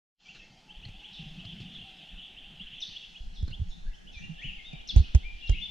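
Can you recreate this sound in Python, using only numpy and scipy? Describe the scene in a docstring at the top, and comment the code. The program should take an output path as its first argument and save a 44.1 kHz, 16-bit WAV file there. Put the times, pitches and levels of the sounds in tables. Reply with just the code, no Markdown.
"""Small birds trade rising chirps and sharp falling chips in a forest at dawn, heard from among the trees.
A songbird whistles, mostly on the left, and something hoots far off. Trunks and leaves scatter every call
over a bed of distant birds, insects and moving air. The microphone is on a hand-held camera: fingers rub
and bump its body. The stereo image opens halfway through."""
import sys
import numpy as np
from scipy import signal
from scipy.fft import rfft, irfft, next_fast_len
from scipy.io import wavfile
from scipy.ndimage import uniform_filter1d, map_coordinates

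SR = 44100
rng = np.random.default_rng(int(sys.argv[2]) if len(sys.argv) > 2 else 0)


def to_wav(s):
    """Save 16-bit WAV."""
    ch = np.atleast_2d(s).T  # columns
    pcm = np.round(np.clip(ch, -1, 1) * 32767)  # PCM
    wavfile.write(sys.argv[1], SR, pcm.astype(np.int16))


N = 251590

# the scoop of a chirp: time from its middle/lengths, pitch ratio at full sweep, level/dB
SCOOP = [(-.44, .91, -26), (-.32, .87, -11), (-.16, .90, -4), (0, 1, 0), (.16, 1.08, -1), (.32, 1.135, -8),
         (.46, 1.16, -28)]


def amp(db):
    """Decibels to gain."""
    return 10 ** (np.asarray(db) / 20)


def unit(x):
    """Scaled to rms 1."""
    return x / np.sqrt(np.mean(x ** 2) + 1e-20)


def along(points, hz):
    """(f/Hz, value) points read on a log axis."""
    f, v = np.transpose(points)
    return np.interp(np.log(hz + 1), np.log(f + 1), v)


def curve(points):
    """(t/s, value) points joined into one value per sample."""
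    return np.interp(np.arange(N) / SR, *np.transpose(points))


def wobble(rate, size=N):
    """A smooth random curve, rate knots a second."""
    knots = rng.standard_normal(int(size * rate / SR) + 4)
    return map_coordinates(knots, [np.arange(size) * rate / SR])


def filtered(x, response):
    """x through a gain that depends on frequency."""
    m = next_fast_len(N + SR // 2)
    return irfft(rfft(x, m) * response(np.fft.rfftfreq(m, 1 / SR)), m)[..., :N]


def add(track, s, sound, pan_db=0):
    """Mix a sound into a stereo track at time s; positive pan is left."""
    start = int(np.clip(round(s * SR), 0, N))
    part = sound[..., :N - start]
    track[:, start:start + part.shape[-1]] += part * amp([[pan_db / 2], [-pan_db / 2]])


def spread(pair, side_db):
    """Two unrelated signals become the middle and the side of a stereo one."""
    side = amp(side_db) * pair[1]
    return np.array([pair[0] + side, pair[0] - side])


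def rush(spectrum, side_db, patchy_db):
    """Stereo noise with patches of random gain; its middle has an rms near 1."""
    z = signal.stft(rng.standard_normal((2, N)), nperseg=512)[2]
    patches = uniform_filter1d(rng.standard_normal(z.shape[1:]), size=4, axis=0)
    patches = uniform_filter1d(patches, size=10, axis=1)
    pair = signal.istft(z * amp(patchy_db * unit(patches)), nperseg=512)[1][:, :N]
    return spread(unit(filtered(pair, lambda hz: amp(along(spectrum, hz)))), side_db)


def syrinx(rows, waver, overtone_db=-44, flutter_db=2):
    """A bird's voice: a nearly pure, slightly unsteady tone through (t/s, f/Hz, level/dB) points."""
    s, hz, db = np.transpose(rows)
    t = np.arange(s[0], max(s[-1], s[0] + .005), 1 / SR)
    glide = uniform_filter1d(np.interp(t, s, hz), size=200)
    pitch = glide * (1 + waver * wobble(303, size=SR)[:len(t)])
    phase = 2 * np.pi * np.cumsum(pitch) / SR
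    ends = np.clip(np.minimum(t - t[0], t[-1] - t) / 0.0017, 0, 1)
    level = np.interp(t, s, db) + flutter_db * wobble(179, size=SR)[:len(t)]
    return ends * amp(level) * (np.sin(phase) + amp(overtone_db) * np.sin(2 * phase))


def scatter(call, side_db=-6, near_db=5, near_decay_s=0.021):
    """A call as the trees return it: a burst from near trunks, then a long tail, new for each perch."""
    # reverberation among the trees: f/Hz, t60/s
    decay_times = [(500, 0.91), (3000, 0.8), (6000, 1), (12000, 1)]
    hz, t, z = signal.stft(rng.standard_normal((2, SR * 3 // 4)), SR, nperseg=256)
    swell = (1 - np.exp(-t / 0.01)) * (1 + amp(near_db) * np.exp(-t / near_decay_s))
    decay = amp(-60 * t / along(decay_times, hz)[:, None])
    tail = signal.istft(z * swell * decay, SR, nperseg=256)[1]
    return signal.fftconvolve(call[None], spread(tail / np.linalg.norm(tail[0]), side_db), axes=1)


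def forest(flock_chirps=60, trim_db=-1):
    """The bed all around: a far flock blurs into a chorus, over moving air, insects and hissing leaves."""
    # spectrum of each layer: f/Hz, level/dB
    chorus_spectrum = [(1300, -32.5), (1750, -14.5), (2300, -9), (2700, 3), (3050, 2.5), (3500, 0.5),
                       (4100, -12), (5000, -44)]
    air_spectrum = [(120, -9), (220, 4), (350, -2.5), (560, -8), (780, 0), (1050, -13), (1400, -9.5),
                    (1900, -7), (2600, -8), (4000, -41.5)]
    insect_spectrum = [(3000, -24), (4200, 6.5), (5200, 0.5), (6300, -2), (7200, -8), (9000, -41)]
    leaf_spectrum = [(4000, -9), (7500, 3.5), (10000, -3.5), (13000, -10), (15000, -24.5)]
    # rise and fall of each layer: t/s, level/dB
    chorus_level = [(.25, -61), (.62, -70), (.8, -59), (1.3, -55), (2.0, -54.5), (2.45, -58), (2.75, -54),
                    (3.0, -55), (3.22, -66.5), (3.95, -73.5), (4.4, -60), (5.7, -55.5)]
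    air_level = [(.3, -69.5), (1.5, -67), (2.5, -67), (3.3, -72), (4.0, -72), (5.0, -69), (5.7, -72.5)]
    insect_level = [(.25, -69.5), (.75, -73.5), (1.25, -70), (2.3, -77), (3.0, -72), (3.6, -76), (5.7, -73)]
    leaf_level = [(.3, -94), (.7, -84), (1.6, -81.5), (3.6, -85), (5.7, -84.5)]
    flock = np.zeros((2, N))
    for when, pitch, length, strength in rng.random((flock_chirps, 4)):
        call = chirp(hz=2800 + 500 * pitch, length=.03 + 0.0331 * length)
        add(flock, when * N / SR, amp(3.1 * strength) * call)
    far_flock = amp(-7) * unit(scatter(flock[0])[:, :N])
    murmur = amp(-4) * rush(chorus_spectrum, side_db=-8.5, patchy_db=2.5)
    chorus = amp(curve(chorus_level)) * (far_flock + murmur)
    air = amp(curve(air_level)) * rush(air_spectrum, side_db=7.5, patchy_db=2)
    drift_db = -1.3 * wobble(2.96)
    insects = amp(curve(insect_level) + drift_db) * rush(insect_spectrum, side_db=-1.5, patchy_db=2.5)
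    leaves = amp(curve(leaf_level)) * rush(leaf_spectrum, side_db=0.5, patchy_db=1)
    return chorus + amp(trim_db) * (air + insects + leaves)


def hooter(direct_db=-5, scattered_db=-7):
    """Long hoots that lift and then sink, deep in the forest."""
    # one list of points per hoot: t/s, f/Hz, level/dB
    hoots = [
        [(.61, 846, -75), (.66, 880, -65), (.72, 845, -67), (.78, 825, -68)],
        [(.93, 710, -63), (.98, 825, -67), (1.12, 856, -72), (1.25, 779, -64), (1.36, 730, -81),
         (1.46, 648, -65)],
        [(1.81, 737, -74), (1.87, 783, -58), (1.96, 733, -71), (2.08, 640, -70)],
    ]
    out = np.zeros((2, N))
    for points in hoots:
        start = points[0][0]
        call = syrinx(points, waver=0.018)
        add(out, start, amp(direct_db) * call)
        add(out, start, amp(scattered_db) * scatter(call))
    return out


def far_birds(gain_db=-2, slur=0.1004):
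    """Hoarse low notes and thin high ones, slurred upward, reach the microphone only through the trees."""
    # distant notes: t/s, f/Hz, length/s, level/dB
    notes = [(0.396, 2014, 0.048, -59), (2.631, 1755, 0.067, -64), (3.596, 1610, 0.044, -69),
             (3.837, 1635, 0.051, -62.5), (3.888, 2024, 0.035, -62.5), (3.942, 1690, 0.027, -60),
             (3.92, 6050, 0.044, -66), (4.145, 6070, 0.045, -60), (4.172, 1860, 0.022, -56.5),
             (4.399, 6180, .03, -62)]
    out = np.zeros((2, N))
    for s, hz, length, db in notes:
        points = [(0, hz * (1 - slur), -8), (length / 2, hz, 0), (length, hz * (1 + slur), -8)]
        add(out, s, amp(db + gain_db) * scatter(syrinx(points, waver=.06), side_db=-2))
    return out


def brushes(gain_db=-2):
    """Skin and sleeve brush the camera, right at the microphone: short swells of dry friction noise."""
    # touches: t/s, level/dB, swell/s
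    touches = [(.345, -57, 0.012), (0.851, -54, 0.0035), (.87, -64, 0.013), (1.449, -51.5, 0.0035),
               (1.599, -57, 0.014), (3.476, -58, 0.008), (3.506, -59.5, 0.0065), (4.972, -52, 0.011)]
    # friction spectrum: f/Hz, level/dB
    spectrum = [(300, -13.5), (1600, -4.5), (4200, 5), (5800, -14.5), (8000, -26.5), (11000, -36.5),
                (15000, -52)]
    t = np.arange(N) / SR
    level = np.zeros(N)
    for s, db, swell in touches:
        age = np.maximum(t - s, 0) / swell
        level += amp(db + gain_db) * age * np.exp(1 - age)
    return level * rush(spectrum, side_db=-6.5, patchy_db=5)


def grip(attack_s=.018, release_s=.04):
    """The hand sways and rubs the camera: a low rumble that swells with each shift of grip."""
    # slow sway of the held camera: t/s, level/dB
    swaying = [(.4, -68.5), (1.1, -62.5), (3.0, -60.5), (3.8, -53), (5.7, -47)]
    # shifts of grip: t/s, length/s, rub level/dB, sway level/dB
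    shifts = [(0.333, 0.059, -61, -72), (0.765, 0.15, -63, -49), (1.18, .65, -54.5, -56.5),
              (2.1, .07, -56, -57), (2.455, .25, -59.5, -60), (3.201, 0.69, -62.5, -44),
              (3.4, .12, -49.5, -47), (4.192, .14, -54.5, -59), (4.435, 0.053, -47, -43),
              (4.925, .08, -42.5, -37), (5.24, 0.087, -71, -38.5), (5.495, .1, -49, -43)]
    # spectra of swaying and rubbing: f/Hz, level/dB
    sway_spectrum = [(8, -0.5), (22, 4), (40, -0.5), (70, -16.5), (130, -40), (250, -87)]
    rub_spectrum = [(50, -13), (110, -7), (185, 2.5), (240, -12.5), (400, -27), (900, -62.5)]
    sway, rub = amp(curve(swaying) - 1.5), amp(-67.5)  # the hand between shifts
    for s, length, rub_db, sway_db in shifts:
        age = np.arange(N) / SR - s
        effort = np.clip(age / attack_s, 0, 1) * np.exp(-np.maximum(age - length, 0) / release_s)
        sway = np.hypot(sway, amp(sway_db) * effort)
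        rub = np.hypot(rub, amp(rub_db) * effort)
    rumble = sway * rush(sway_spectrum, side_db=-14.5, patchy_db=3)
    return rumble + rub * amp(-3) * rush(rub_spectrum, side_db=0.5, patchy_db=4)


def thud(hz, swell_s, stiffening=0.81, contact_s=0.0029):
    """The camera body rocks briefly against the hand, faster during the first hard contact."""
    t = np.arange(SR // 4) / SR
    cycles = hz * (t + stiffening * contact_s * (1 - np.exp(-t / contact_s)))
    return -np.sin(2 * np.pi * cycles) * (t / swell_s * np.exp(1 - t / swell_s)) ** 1.64


def fingers(thud_db=-3, tick_s=0.0019, scuff_db=-16, scuff_s=0.021, port_lag_s=0.00091):
    """Fingers knock on the camera: a bump is a thud, a tick and a scuff of skin; a judder only thuds."""
    # bumps on the body: t/s, level/dB, f/Hz, tick level/dB
    bumps = [(.856, -40, 112, -68), (.886, -42.5, 89, -54.5), (1.449, -41, 101, -68),
             (1.602, -39.5, 117, -55), (3.204, -34.5, 31.6, -72), (3.426, -22.5, 71.5, -53.5),
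             (3.478, -42, 108, -55), (3.502, -37.5, 96, -58.5), (3.594, -27, 67, -63),
             (3.612, -25, 84, -74), (4.163, -39.5, 54.6, -80), (4.442, -39, 128, -64),
             (4.730, -37, 145.6, -57), (4.961, -6.5, 61, -37), (4.979, -15, 50, -43), (4.995, -13, 65, -49),
             (5.1477, -8, 62.3, -33.5), (5.494, -14, 56.4, -39.5), (5.514, -18, 43.5, -54)]
    # a finger chatters on the case: t/s, level/dB, f/Hz
    judders = [(1.189, -43, 162), (1.258, -42.5, 147), (1.312, -48, 159), (1.37, -42.5, 167.7),
               (1.485, -48, 156), (1.645, -45, 177), (1.782, -45.5, 184), (2.60, -49.5, 186),
               (4.291, -35.5, 161)]
    # spectrum of tick and scuff: f/Hz, level/dB
    tick_spectrum = [(80, 10), (220, 19.5), (500, 5), (850, 3.5), (1050, -16.5), (2600, -4), (4200, -12.5),
                     (6500, -7), (9500, -25), (12000, -33), (15000, -49)]
    thuds, ticks = np.zeros((2, N)), np.zeros((2, N))
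    t = np.arange(SR // 6) / SR
    touch = t / tick_s * np.exp(1 - t / tick_s) + amp(scuff_db) * np.exp(-t / scuff_s)
    for s, db, hz, tick_db in bumps:
        right = amp(db + thud_db) * thud(hz, swell_s=0.0085)
        left = np.roll(right, round(port_lag_s * SR))  # the push reaches the right microphone port first
        add(thuds, s, np.array([left, right]), pan_db=-3.5)
        add(ticks, s, amp(tick_db) * touch * spread(rng.standard_normal((2, len(t))), side_db=5))
    for s, db, hz in judders:
        add(thuds, s, amp(db + thud_db) * thud(hz, swell_s=0.015), pan_db=-7)
    return thuds + filtered(ticks, lambda hz: amp(along(tick_spectrum, hz) + 1.5))


def whistle(length, first_hz, last_hz, bend, rise_share=0.46, fall_share=0.39, edge_db=-11):
    """One note swells and fades as its pitch slides: evenly at bend 1, arriving early above that."""
    u = np.linspace(0, 1, 24)
    hz = last_hz + (first_hz - last_hz) * (1 - u) ** bend
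    db = edge_db * np.clip(np.maximum(1 - u / rise_share, 1 - (1 - u) / fall_share), 0, 1)
    return syrinx(np.column_stack([u * length, hz, db]), waver=.0078, flutter_db=0)


def songbird(direct_db=-5, scattered_db=-4, echo_db=-13, trunks=4):
    """Slurred whistles, mostly from the left, echo off a few trunks and hang among the trees."""
    # whistled notes: t/s, length/s, first f/Hz, last f/Hz, level/dB, bend, pan/dB
    notes = [(.250, 0.029, 2354, 2343, -54.5, 2, -13), (0.281, 0.023, 2402, 2950, -48, 1.02, -18),
             (.392, 0.018, 2720, 2583, -49.5, 2.2, -15), (4.128, 0.071, 2780, 2354, -47.5, 3.2, -2),
             (4.207, 0.0673, 2456, 2785, -44.5, 5.8, 1), (4.380, 0.046, 1680, 1970, -54, 1.13, 12),
             (4.415, .050, 1997, 3308, -37.5, 1.3, 3.5), (4.466, 0.044, 3280, 2423, -38, 1.13, 3.5),
             (4.575, .045, 2314, 2109, -49.5, 3, 10), (4.632, 0.061, 3250, 3770, -45.5, 1.82, 3.5),
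             (4.695, 0.07, 3500, 2350, -51.5, 3.5, 6), (5.232, 0.07, 2004, 2410, -44.5, 5.6, 10),
             (5.388, 0.05, 2700, 3500, -51, 2.7, 7), (5.419, 0.06, 2846, 2781, -38.5, 2.5, 8),
             (5.508, 0.034, 2790, 2784, -41.5, 1, 11), (5.524, 0.023, 2062, 2270, -45, 1, 7),
             (5.543, 0.024, 2240, 2907, -38.5, 1.16, 5.5), (5.572, .036, 2880, 2960, -40, 1, 5.5),
             (5.607, 0.044, 2980, 3544, -34, 4.9, 7)]
    out = np.zeros((2, N))
    for s, length, first_hz, last_hz, db, bend, pan_db in notes:
        call = amp(db) * whistle(length, first_hz, last_hz, bend)
        add(out, s, amp(direct_db) * call, pan_db)
        add(out, s, amp(scattered_db) * scatter(call, side_db=-4.5), pan_db / 2)
        for delay in rng.uniform(0.014, 0.1, trunks):
            add(out, s + delay, amp(direct_db + echo_db) * call, pan_db)
    return out


def chippers(lisp_hz=5320, rasp_hz=6150, lead_s=0.012):
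    """Each chip opens with a thin rough lisp and drops steeply; far birds arrive mostly scattered."""
    # falling chips: t/s, top f/Hz, end f/Hz, direct level/dB, scattered level/dB, lisp level/dB, pan/dB
    chips = [(.345, 4740, 3420, -66, -63, -10, 0), (1.130, 4820, 3396, -48, -44, -15, -2),
             (1.745, 4114, 3205, -45, -44, -24, 13), (2.815, 4390, 3350, -33, -36, -10.5, 5.5),
             (2.868, 5100, 4220, -44.5, -44, -16, -4), (3.352, 4500, 3380, -52.5, -46.5, -10.5, -1),
             (3.692, 4545, 3415, -61, -46.5, -13.5, 5), (4.124, 4520, 3300, -57, -46, -11, 0),
             (4.886, 4606, 3220, -30, -36.5, -9.5, 4.5), (5.473, 4760, 2970, -40.5, -41.5, -17, 3)]
    # the downstroke of a chip: t/s, share of the fall still to come, level/dB
    stroke = [(0, 0.97, -18.5), (.004, 0.661, -14.5), (.010, .36, -6), (.018, .15, -4.5), (0.024, .03, -6),
              (0.03, 0.055, -14)]
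    out = np.zeros((2, N))
    lisp_points = [(0, lisp_hz, -2), (.008, lisp_hz, -11), (.018, lisp_hz, -1), (.028, lisp_hz, -8.5)]
    for s, top_hz, end_hz, direct_db, scattered_db, lisp_db, pan_db in chips:
        fall_points = [(t, end_hz + share * (top_hz - end_hz), db) for t, share, db in stroke]
        rasp_points = [(0, rasp_hz, -1.5), (.014, lisp_hz, -5), (.026, top_hz, -2), (.042, end_hz, 3.5)]
        fall = syrinx(fall_points, waver=0.018)
        lisp = amp(lisp_db - 8) * syrinx(lisp_points, waver=.007)
        rasp = amp(lisp_db - 2) * syrinx(rasp_points, waver=0.085)
        for start, part, trim_db in (s, fall, 0), (s - lead_s, lisp, 0), (s - lead_s, rasp, -7):
            add(out, start, amp(direct_db + trim_db) * part, pan_db)
            add(out, start, amp(scattered_db) * scatter(part))
    return out


def chirp(hz, length, full_sweep_s=0.05094):
    """One scooped, rising syllable; shorter ones sweep less far."""
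    sweep = min(length / full_sweep_s, 1) ** 1.44
    return syrinx([(t * length, hz * ratio ** sweep, db) for t, ratio, db in SCOOP], waver=0.019)


def chirpers(gain_db=-6.5, length_s=.05, half_scattered_m=20.5):
    """Small birds in the crowns, 9 to 41 m off, trade chirps; the farther, the more is scattered."""
    # rising chirps: middle t/s, level/dB, middle f/Hz, distance/m
    chirps = [(.707, -44, 3020, 17), (.757, -48, 3090, 24), (.843, -43, 2943, 10), (.955, -51.5, 3094, 18),
              (1.047, -41, 3046, 11), (1.114, -49, 2966, 28), (1.19, -44.5, 3030, 33),
              (1.398, -44, 2957, 27), (1.472, -43.5, 3160, 25), (1.530, -44, 3040, 10),
              (1.765, -46, 3195, 10), (1.794, -44.5, 2915, 16), (1.828, -43.5, 3100, 22),
              (1.887, -42.5, 3100, 14), (2.090, -47, 3053, 27), (2.184, -45, 2997, 41),
              (2.224, -45.5, 3260, 27), (2.378, -42, 3000, 17), (2.456, -47, 2944, 13),
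              (2.611, -38.5, 3103, 17), (2.675, -43.5, 3040, 25), (2.736, -44.5, 3130, 26),
              (2.783, -44, 3114, 23), (2.967, -36, 3180, 13.4), (3.040, -44, 3010, 21),
              (3.164, -41.5, 3015, 13.4), (3.538, -38.5, 3086, 9), (3.944, -52.5, 3045, 22),
              (4.077, -49.5, 3040, 28), (4.391, -43.5, 3054, 20), (4.807, -49, 3065, 15),
              (5.047, -43.5, 2870, 23)]
    out = np.zeros((2, N))
    for s, db, hz, distance in chirps:
        call = amp(db + gain_db) * chirp(hz, length_s)
        start = s + SCOOP[0][0] * length_s
        add(out, start, call)
        add(out, start, distance / half_scattered_m * scatter(call, side_db=-7))
    return out


def scene():
    """Birds, forest and the hand on the camera, as they meet at the microphone."""
    birds = chirpers() + chippers() + songbird() + far_birds() + hooter()
    return birds + forest() + grip() + fingers() + brushes()


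def record(dry, top_hz=15400):
    """The camera fades in, opens from mono to stereo and keeps nothing above its band limit."""
    # stereo width: t/s, share of the side signal
    width = [(0, 0), (2.6, 0.004), (3.3, 0.76), (4.3, 1), (5.7, 1)]
    # opening fade: t/s, level/dB
    fade_in = [(0, -94.5), (.175, -35), (.205, -5.5), (.27, 5)]
    mid = (dry[0] + dry[1]) / 2
    side = (dry[0] - dry[1]) / 2 * curve(width)
    faded = np.array([mid + side, mid - side]) * amp(curve(fade_in))
    return filtered(faded, lambda hz: hz < top_hz)


dry = scene()
out = record(dry)
to_wav(out)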